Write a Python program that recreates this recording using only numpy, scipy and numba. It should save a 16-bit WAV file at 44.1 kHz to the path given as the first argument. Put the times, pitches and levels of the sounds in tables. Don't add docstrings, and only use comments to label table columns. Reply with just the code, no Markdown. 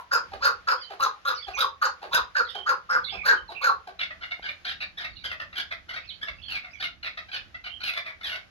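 import sys
import numpy as np
from scipy import signal
from scipy.fft import rfft, irfft, next_fast_len
from scipy.io import wavfile
from scipy.ndimage import map_coordinates
from numba import njit

SR = 44100
rng = np.random.default_rng(int(sys.argv[2]) if len(sys.argv) > 2 else 0)


def unload_audio(sound):
    columns = np.transpose(np.atleast_2d(sound))
    steps = np.round(np.clip(columns, -1, 1) * 32767)
    wavfile.write(sys.argv[1], SR, steps.astype(np.int16))


def volts_from_decibels(level):
    exponent = np.asarray(level, float) / 20
    return 10 ** exponent


N = 374850

# (time [s], rumble level [dB], low hum level ahead of a 10 dB trim [dB])
WIND_GUSTS = [(0.0, -74, -77), (0.35, -56, -70), (0.731, -74, -72), (2.82, -67.5, -66.5),
              (3.15, -58.5, -52), (3.569, -68, -67.5), (5.78, -63, -64.5), (8.43, -65, -69)]
# (time [s], level ahead of the left-right split [dB])
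WIND_SLAPS = [(1.465, -53), (1.551, -54), (2.195, -51), (3.41, -52.5), (4.395, -56), (6.29, -51)]
# (frequency [Hz], relative level [dB])
RUMBLE_SHAPE = [(15, -69.5), (25, -10), (75, 4), (146, -11.5), (178, -12.5), (350, -16), (460, -43.5),
                (770, -120)]
# (frequency [Hz], relative level [dB])
HUSH_SHAPE = [(120, -58), (200, -21), (677, -8.5), (940, -14), (1510, -8), (3890, -16), (6710, -24.5),
              (7480, -31.5), (9000, -37.5), (15500, -45.5)]
# (time [s], level [dB])
HUSH_LEVEL = [(0, -63.5), (3.6, -65.5), (4.3, -65)]
# (time [s], level [dB], frequency [Hz], decay by 60 dB [s])
DULL_KNOCK = (4.3955, -38, 750, .015)
# (time [s], length [s], start frequency [Hz], end frequency [Hz], level [dB])
WHISTLES = [(.796, 0.054, 5160, 3850, -45.5), (1.345, .02, 6200, 4400, -47.5),
            (1.37, 0.029, 4280, 4620, -39.5), (1.424, 0.033, 3610, 3070, -47),
            (1.533, 0.037, 2753, 2000, -42), (1.525, 0.019, 5300, 6400, -54),
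            (1.548, 0.035, 6300, 5450, -43), (2.448, 0.0094, 4620, 3530, -38),
            (2.472, 0.01, 4950, 3600, -47), (2.484, 0.02, 3880, 3380, -40.5),
            (2.536, 0.02, 3640, 3030, -50), (3.04, 0.017, 4500, 3300, -35.5),
            (3.062, 0.0067, 3640, 4960, -32), (3.366, 0.0315, 3270, 2850, -51),
            (3.479, 0.032, 4370, 3480, -48.5), (5.155, 0.01, 3090, 4780, -47),
            (5.165, 0.0078, 4700, 3160, -43), (6.015, 0.076, 2500, 2680, -59),
            (6.042, 0.019, 2730, 3830, -60), (6.072, 0.014, 4370, 4410, -49),
            (6.088, 0.026, 4320, 2700, -41.5), (6.275, 0.028, 3700, 3100, -55),
            (6.385, 0.02, 2550, 3040, -50), (6.73, 0.03, 2600, 2040, -44.5)]
# (time [s], length [s], start frequency [Hz], end frequency [Hz], level [dB],
# pitch swing [Hz], loudness swing [dB])
SONGBIRD_TRILLS = [(.812, 0.11, 3006, 3025, -54.5, 60, 5), (2.545, 0.096, 3066, 3060, -47.5, 60, 8),
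                   (3.071, 0.05, 3805, 3190, -43.5, 100, -3), (3.13, 0.097, 2530, 2266, -41.5, 190, 3),
                   (3.547, 0.11, 2610, 2336, -43.5, 217, 0.5), (6.417, 0.075, 3156, 2916, -53.5, 300, 10),
                   (6.424, 0.07, 4240, 4300, -53.5, 120, 3), (7.678, 0.09, 2900, 3036, -46.5, 150, 4.5)]
# (time [s], level [dB])
CALL_TREBLE = [(0, 2.5), (1.3, -2.5), (2.1, -0.5), (2.4, -2.5), (3, -4.5), (3.3, -4), (3.7, -3.5),
               (4.2, -10), (4.7, 1.5), (5.2, 4), (6.2, 3.5), (7.5, -1), (7.85, 7.5), (8.3, 6)]
# (time [s], length [s], level [dB], pitch [Hz])
FAR_SYLLABLES = [(3.989, 0.0582, -36, 1465), (4.102, 0.028, -46.5, 1255), (4.208, 0.045, -43, 1515),
                 (4.306, 0.0257, -38, 1373), (4.422, 0.051, -42, 1570), (4.482, 0.021, -37, 1387),
                 (4.645, 0.034, -41, 1631), (4.665, 0.063, -40.5, 1628), (4.8, 0.042, -40.5, 1398),
                 (4.97, 0.032, -42, 1670), (4.995, 0.041, -44, 1550), (5.032, 0.039, -41.5, 1365),
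                 (5.236, 0.032, -37, 1548), (5.291, 0.047, -41.5, 1354), (5.395, 0.035, -41, 1318),
                 (5.525, 0.021, -45.5, 1345), (5.553, 0.061, -39, 1622), (5.705, 0.033, -40.5, 1213),
                 (5.882, 0.041, -42, 1480), (5.931, 0.025, -43.5, 1610), (5.957, 0.031, -41.5, 1316),
                 (6.21, 0.042, -44, 1612), (6.26, 0.04, -43, 1377), (6.48, 0.104, -41, 1527),
                 (6.631, 0.045, -48.5, 1305), (6.796, 0.026, -40, 1690), (6.822, 0.044, -36.5, 1499),
                 (7.027, 0.0585, -40.5, 1424), (7.17, 0.028, -41, 1305), (7.278, 0.019, -47, 1480),
                 (7.315, 0.06, -39.5, 1601), (7.54, 0.022, -45, 1322), (7.638, 0.046, -43, 1480),
                 (7.801, 0.024, -45, 1526), (7.832, 0.076, -37, 1518), (7.929, 0.013, -34.5, 1432),
                 (7.95, 0.047, -39.5, 1260), (8.046, 0.072, -45, 1258), (8.207, 0.015, -44.5, 1443),
                 (8.228, 0.084, -41, 1730), (8.311, 0.057, -41.5, 1425)]
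# (frequency [Hz], relative level [dB])
FAR_COLOUR = [(400, -9), (600, -4.5), (1000, -7.5), (1500, -10.5), (3500, -0.5), (4800, 0.5), (7300, -22),
              (11000, -16), (15500, -24.5)]
# (centre [Hz], width [Hz], boost [dB])
FAR_RESONANCES = [(703, 22, 15), (1550, 1060, 16.5), (2214, 276, 20), (3640, 870, 13.5), (4530, 1400, -4)]
# (time [s], length [s], crest level ahead of the throb [dB], windpipe band [Hz],
# beak band [Hz], softness of the lead-in [0-1], first throb after the start [s])
LOUD_NOTES = [(-.07, 0.077, -31, 1389, 4500, 0.06, 0.027), (0.109, 0.074, -24.5, 1480, 5070, 0.26, 0.021),
              (0.406, 0.096, -25, 1434, 4600, 1, 0.049), (0.67, 0.072, -26, 1363, 4820, 0.07, 0.019),
              (0.992, 0.085, -28, 1313, 4140, 0.63, 0.012), (1.248, 0.082, -30, 1385, 3930, 0.24, 0.011),
              (1.564, 0.095, -28.5, 1352, 3740, 0.94, 0.026), (1.812, 0.071, -27, 1380, 4650, 0.02, 0.015),
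              (2.109, 0.093, -27.5, 1413, 3870, 0.88, 0.042), (2.347, .072, -26, 1536, 4620, 0.05, 0.018),
              (2.659, 0.068, -23.5, 1493, 4730, 0.46, 0.015),
              (2.888, 0.096, -25.5, 1483, 5290, 0.49, 0.017), (3.234, 0.11, -22.5, 1553, 4400, 1, 0.025),
              (3.609, 0.099, -24.5, 1437, 4390, 0.96, 0.036)]
# (time [s], length [s], level [dB])
SOFT_NOTES = [(0.315, 0.046, -44), (0.896, 0.046, -43.5), (1.465, 0.062, -44.5), (2.014, 0.062, -43.5),
              (2.544, 0.061, -43.5), (3.113, 0.061, -46), (3.488, 0.051, -45), (3.87, 0.037, -46)]
# (centre [Hz], width [Hz], relative level [dB])
SOFT_THROAT = [(402, 144, 3.5), (824, 790, -1), (1480, 700, -0.5), (4500, 940, -5.5)]
# (centre [Hz], width [Hz], gain [dB])
VOICE_DIPS = [(2000, 660, -3.5), (3190, 810, -2.5), (5790, 460, -2)]
# (frequency [Hz], decay by 60 dB [s])
YARD_DECAY = [(300, 0.3), (1500, 0.22), (5000, 0.21), (12000, 0.12)]
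# (frequency [Hz], likeness [0-1])
ECHO_LIKENESS = [(250, 1), (600, 0.52), (5000, 0)]
# (frequency [Hz], lead [s])
LEFT_LEAD = [(500, .00015), (1600, .00021), (3000, .000295)]
# (frequency [Hz], difference [dB])
LEFT_TILT = [(300, -5.5), (1400, -5), (3000, -12), (6500, 3), (9000, -10.5), (12500, 2.5), (15000, 16)]
# (frequency [Hz], gain [dB])
OVERALL_COLOUR = [(100, 4.5), (5500, 5.5), (7200, 3), (7700, -2), (9500, 5.5), (11500, 13), (15500, -4.5)]


def unit(x):
    return x / np.sqrt(np.mean(x ** 2) + 1e-20)


def along(points, hz):
    f, v = np.transpose(points)
    return np.interp(np.log(hz + 1), np.log(f + 1), v)


def wobble(n, rate):
    knots = rng.standard_normal(int(n * rate / SR) + 4)
    return map_coordinates(knots, [np.arange(n) * rate / SR])


def filtered(x, response):
    n = x.shape[-1]
    m = next_fast_len(n + 4096)
    return irfft(rfft(x, m) * response(np.fft.rfftfreq(m, 1 / SR)), m)[..., :n]


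def modes(table):
    def response(f):
        return sum((-1) ** k * volts_from_decibels(db) * 1j * f * w / (c * c - f * f + 1j * f * w)
                   for k, (c, w, db) in enumerate(table))
    return response


@njit
def ring(x, hz, width_hz, rate):
    y, r = np.zeros(len(x) + 2), np.exp(-np.pi * width_hz / rate)
    for i in range(len(x)):
        y[i + 2] = x[i] + 2 * r * np.cos(2 * np.pi * hz[i] / rate) * y[i + 1] - r * r * y[i]
    return y[2:] - y[:-2]


def twice(x, hz, width_hz):
    return unit(ring(ring(x, hz, width_hz, SR), hz, width_hz, SR))


def syrinx(hz, rough, sub, lump_db):
    n, rough = len(hz), np.clip(rough, 0, 1)
    jitter = (0.025 + 0.15 * rough) * wobble(n, 250.3)
    turns = np.cumsum(hz * (1 + jitter)) / SR + rng.uniform()
    alternation = 1 + sub * np.cos(np.pi * turns)
    puff = np.exp(6 * (np.cos(2 * np.pi * turns) - 1)) * alternation
    breath = np.sqrt(puff + 0.1) * rng.standard_normal(n)
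    mix = np.sqrt(1 - rough) * unit(np.gradient(puff)) + np.sqrt(rough) * unit(breath)
    return mix * volts_from_decibels(lump_db * wobble(n, 185.4))


def swell(length, rise, fall):
    t = np.arange(int((length + fall) * SR)) / SR
    fade = np.clip((length + fall - t) / (2 * fall), 0, 1) ** 2
    return np.clip(t / rise, 0, 1) * fade, t / t[-1]


def add(track, s, x):
    at = round(s * SR)
    part = track[max(at, 0):][:len(x) + min(at, 0)]
    part += x[max(-at, 0):][:len(part)]


def treble(s):
    times, levels_db = np.transpose(CALL_TREBLE)
    return np.interp(s, times, levels_db)


def air():
    now = np.arange(N) / SR
    times, *levels = np.transpose(WIND_GUSTS)
    rumble_db, hum_db = [np.interp(now, times, level) for level in levels]
    shared, own = rng.standard_normal(N), rng.standard_normal((2, N))
    rumble = unit(filtered(shared + 0.85 * own, lambda f: volts_from_decibels(along(RUMBLE_SHAPE, f))))
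    gust = volts_from_decibels(rumble_db + 2 * wobble(N, 7.5))
    slaps, t = np.zeros(N), np.arange(SR // 16) / SR
    for at, slap_db in WIND_SLAPS:
        add(slaps, at, volts_from_decibels(slap_db) * np.hanning(len(t)) * np.sin(2 * np.pi * 58 * t))
    wind = (gust * rumble + slaps) * volts_from_decibels([[-3.6], [3.6]])
    hum_noise = filtered(shared[::-1], lambda f: modes([(180, 30, 0)])(f) ** 2)
    hum = volts_from_decibels(hum_db - 10.0) * unit(hum_noise)
    hush = unit(filtered(rng.standard_normal((2, N)), lambda f: volts_from_decibels(along(HUSH_SHAPE, f))))
    hush_db = np.interp(now, *np.transpose(HUSH_LEVEL)) + 1.6 * wobble(N, 6.0)
    return wind + hum + volts_from_decibels(hush_db) * hush


def knock():
    s, db, hz, t60 = DULL_KNOCK
    t, out = np.arange(SR // 20) / SR, np.zeros(N)
    body = volts_from_decibels(-60 * t / t60) * np.sin(2 * np.pi * hz * t)
    tick = volts_from_decibels(-32 - 60 * t / 0.0035) * rng.standard_normal(len(t))
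    add(out, s, volts_from_decibels(db) * (body + tick))
    return out


def songbirds():
    trill_per_s = 47
    out, nearby = np.zeros(N), np.repeat(WHISTLES, 3, axis=0)
    luck = rng.uniform(-1.1, 1, (len(nearby), 3))
    nearby[:, 0] += 0.059 * luck[:, 0]
    nearby[:, 1] = 0.047
    nearby[:, 2] = 3600 + 1500 * luck[:, 1]
    nearby[:, 3] = nearby[:, 2] * (0.97 + 0.43 * luck[:, 2])
    nearby[:, 4] -= 16
    plain = np.pad(np.vstack([WHISTLES, nearby]), [(0, 0), (0, 2)])
    for s, length, hz0, hz1, db, swing_hz, swing_db in np.vstack([plain, SONGBIRD_TRILLS]):
        env, u = swell(length, rise=0.004, fall=0.003)
        beat = np.cos(2 * np.pi * trill_per_s * u * length)
        hz = hz0 + (hz1 - hz0) * u + swing_hz * beat + 60 * wobble(len(u), 150)
        level = volts_from_decibels(db + swing_db * beat + 3.5 * wobble(len(u), 100))
        add(out, s, level * env * np.sin(2 * np.pi * np.cumsum(hz) / SR))
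    return out


def far_bird():
    throb_s, throb_rise = 0.027, 0.2253
    out = np.zeros(N)
    for s, length, db, hz in FAR_SYLLABLES:
        rough = np.clip(0.557 + 3.47 * length, 0, 1)
        bright_db = -8 + 8 * (hz - 1450) / 1e3 + 1.2 * (db + 40) + 57 * (length - 0.04)
        effort = [(2000, 0.0027), (2800, bright_db), (4500, 0.47 * bright_db + 0.12 * treble(s)),
                  (11000, bright_db + treble(s))]

        env, u = swell(length, rise=0.007, fall=0.0086)
        throb = np.arange(len(u)) / SR / throb_s % 1
        env = env * volts_from_decibels(1 - np.cos(2 * np.pi * (throb - 0.4)))
        pitch = hz * (1 + throb_rise * (throb - 0.5) - 1.6 * length * u)
        half_pitch = np.clip((1520 - hz) / 250 + 0.81 * u, 0, 1)
        src = syrinx(pitch, 0.603 * rough ** 1.533, sub=half_pitch, lump_db=5.0)

        def throat_shape(k):
            def response(f):
                bands = sum(boost / (1 + ((f / k - c) / w * 2) ** 2) for c, w, boost in FAR_RESONANCES)
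                return volts_from_decibels(along(FAR_COLOUR, f) + along(effort, f) + bands)
            return response

        stretch = (hz / 1500) ** 0.35 * rng.normal(1, 0.05)
        sag = 0.73 * length
        early = filtered(src, throat_shape(stretch * (1 + sag)))
        late = filtered(src, throat_shape(stretch * (1 - sag)))
        throat = unit(np.cos(u * np.pi / 2) * early + np.sin(u * np.pi / 2) * late)
        mouth_hz = 2.1 * hz * (1 - 3.6 * length * u)
        mouth = volts_from_decibels(-16 + 140 * length) * twice(src, mouth_hz, 200.0)
        add(out, s, volts_from_decibels(db) * env * unit(throat + mouth))
    return out


def loud_note(s, length, db, pipe_hz, beak_hz, soft, throb_s):
    t = np.arange(0, length, 1 / SR)
    n = len(t)
    u, flat = np.linspace(0, 1, n), np.ones(n)
    pitch = 560 - 200 * u ** 4
    src = syrinx(pitch, rough=0.504, sub=0.7, lump_db=2.8)
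    lead_in = soft * np.exp(-(t / 0.022) ** 4)

    def catch():
        return volts_from_decibels(4.17 * wobble(n, 120.8))

    glide_hz = pipe_hz - 1500 * (t - length / 2) + 130 * (np.sin(np.pi * u) - 2 / np.pi) - 330 * u ** 5
    glide_hz = glide_hz - 450 * lead_in + 45 * wobble(n, 59.8)
    tone = np.sin(2 * np.pi * np.cumsum(glide_hz + 40 * wobble(n, 200)) / SR) * volts_from_decibels(3 * wobble(n, 90))
    pipe = unit(catch() * twice(src, glide_hz, 345.0) + tone)

    sac = volts_from_decibels(-28.0) * twice(src, 555 - 60 * u ** 2, 42.0)
    croak = volts_from_decibels(-29.0 + 12.0 * u) * twice(src, pitch, 365.0)
    chest = volts_from_decibels(-19 + 2.67 * u) * catch() * twice(src, 1130 - 150 * u, 350.0)
    chest = chest + volts_from_decibels(-18.5) * twice(src, 850 * flat, 600.0)

    gape_hz = beak_hz * (1.03 - 0.14 * np.exp(-t / 0.021) - 0.13 * u ** 2)
    beak = catch() * twice(src, gape_hz, 640.0)
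    beak = beak + volts_from_decibels(-9.5) * catch() * twice(src, 0.897 * gape_hz + 150 * wobble(n, 40), 850.0)
    beak = beak + volts_from_decibels(-8.5) * catch() * twice(src, 4950 * flat, 400.0)
    beak = beak + volts_from_decibels(-10.5) * catch() * twice(src, 3700 + 0.53 * beak_hz * flat, 1700.0)
    beak = beak + volts_from_decibels(-7) * catch() * twice(src, 2600 + 250 * wobble(n, 34), 670.0)
    beak = beak + volts_from_decibels(-9) * catch() * unit(src)
    beak_db = treble(s) - 13 - 7 * (beak_hz / 1e3 - 5.5)
    opening_db = -20.0 * u ** 3 - 12.3 * np.exp(-t / 0.034)

    edges = np.clip(np.minimum(t, length - t) / 0.0082, 0, 1)
    throb_db = 2 * np.cos(2 * np.pi * 36 * (t - throb_s)) - 15 * lead_in
    crest_db = np.interp(t, [0, 0.053, length], [-2.5, 0, -4.5])
    voice = pipe + sac + croak + chest + volts_from_decibels(beak_db + opening_db) * beak
    return edges * volts_from_decibels(db + throb_db + crest_db) * voice


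def soft_note(length, db):
    env, u = swell(length, rise=0.0065, fall=0.018)
    half_pitch = np.clip(u / 0.2 - 0.5, 0, 1)
    src = syrinx(846 * (1 - 0.2 * u), rough=0.26, sub=half_pitch, lump_db=5.5)
    throat = unit(filtered(src, modes(SOFT_THROAT)))
    sinking = twice(src, 420 + 520 * np.exp(-(u / 0.372) ** 2), 110.0)
    return volts_from_decibels(db) * env * unit(throat + volts_from_decibels(-2) * sinking)


def near_bird():
    out = np.zeros(N)
    for note in LOUD_NOTES:
        add(out, note[0], loud_note(*note))
    for s, length, db in SOFT_NOTES:
        add(out, s, soft_note(length, db))
    return filtered(out, lambda f: volts_from_decibels(sum(db / (1 + ((f - c) / w * 2) ** 4) for c, w, db in VOICE_DIPS)))


def yard(x, wet_db, pan_db):
    half = np.array([[0.5], [-0.5]])
    wet, step = np.zeros((2, N + SR)), SR // 4
    for i in range(0, N, step):
        hz, t, z = signal.stft(rng.standard_normal((2, SR // 2)), SR, nperseg=256)
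        alike = np.clip(along(ECHO_LIKENESS, hz), 0, 1)[:, None]
        z = np.array([z[0], alike * z[0] + np.sqrt(1 - alike ** 2) * z[1]])
        decay = volts_from_decibels(-60 * t / along(YARD_DECAY, hz)[:, None])
        tail = signal.istft(z * decay, SR, nperseg=256)[1]
        echo = signal.fftconvolve(x[None, i:i + step], tail / np.linalg.norm(tail[0]), axes=1)
        wet[:, i + 200:i + 200 + echo.shape[1]] += echo

    def place(f):
        level = volts_from_decibels((along(LEFT_TILT, f) + pan_db) * half)
        return level * np.exp(2j * np.pi * f * along(LEFT_LEAD, f) * half)

    return filtered(x + volts_from_decibels(wet_db) * wet[:, :N], place)


def scene():
    near = yard(near_bird(), wet_db=-2.5, pan_db=5.0)
    far = yard(far_bird(), wet_db=-1.5, pan_db=7.5)
    small = volts_from_decibels(-4) * yard(songbirds(), wet_db=-1, pan_db=-2)
    return near + far + small + knock() + air()


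def roll_off(x):
    return signal.sosfilt(signal.butter(12, 15970, fs=SR, output="sos"), x)


def record(dry):
    mix = filtered(dry, lambda f: volts_from_decibels(along(OVERALL_COLOUR, f)) * (f < 15830))
    return roll_off(mix)


dry = scene()
out = record(dry)
unload_audio(out)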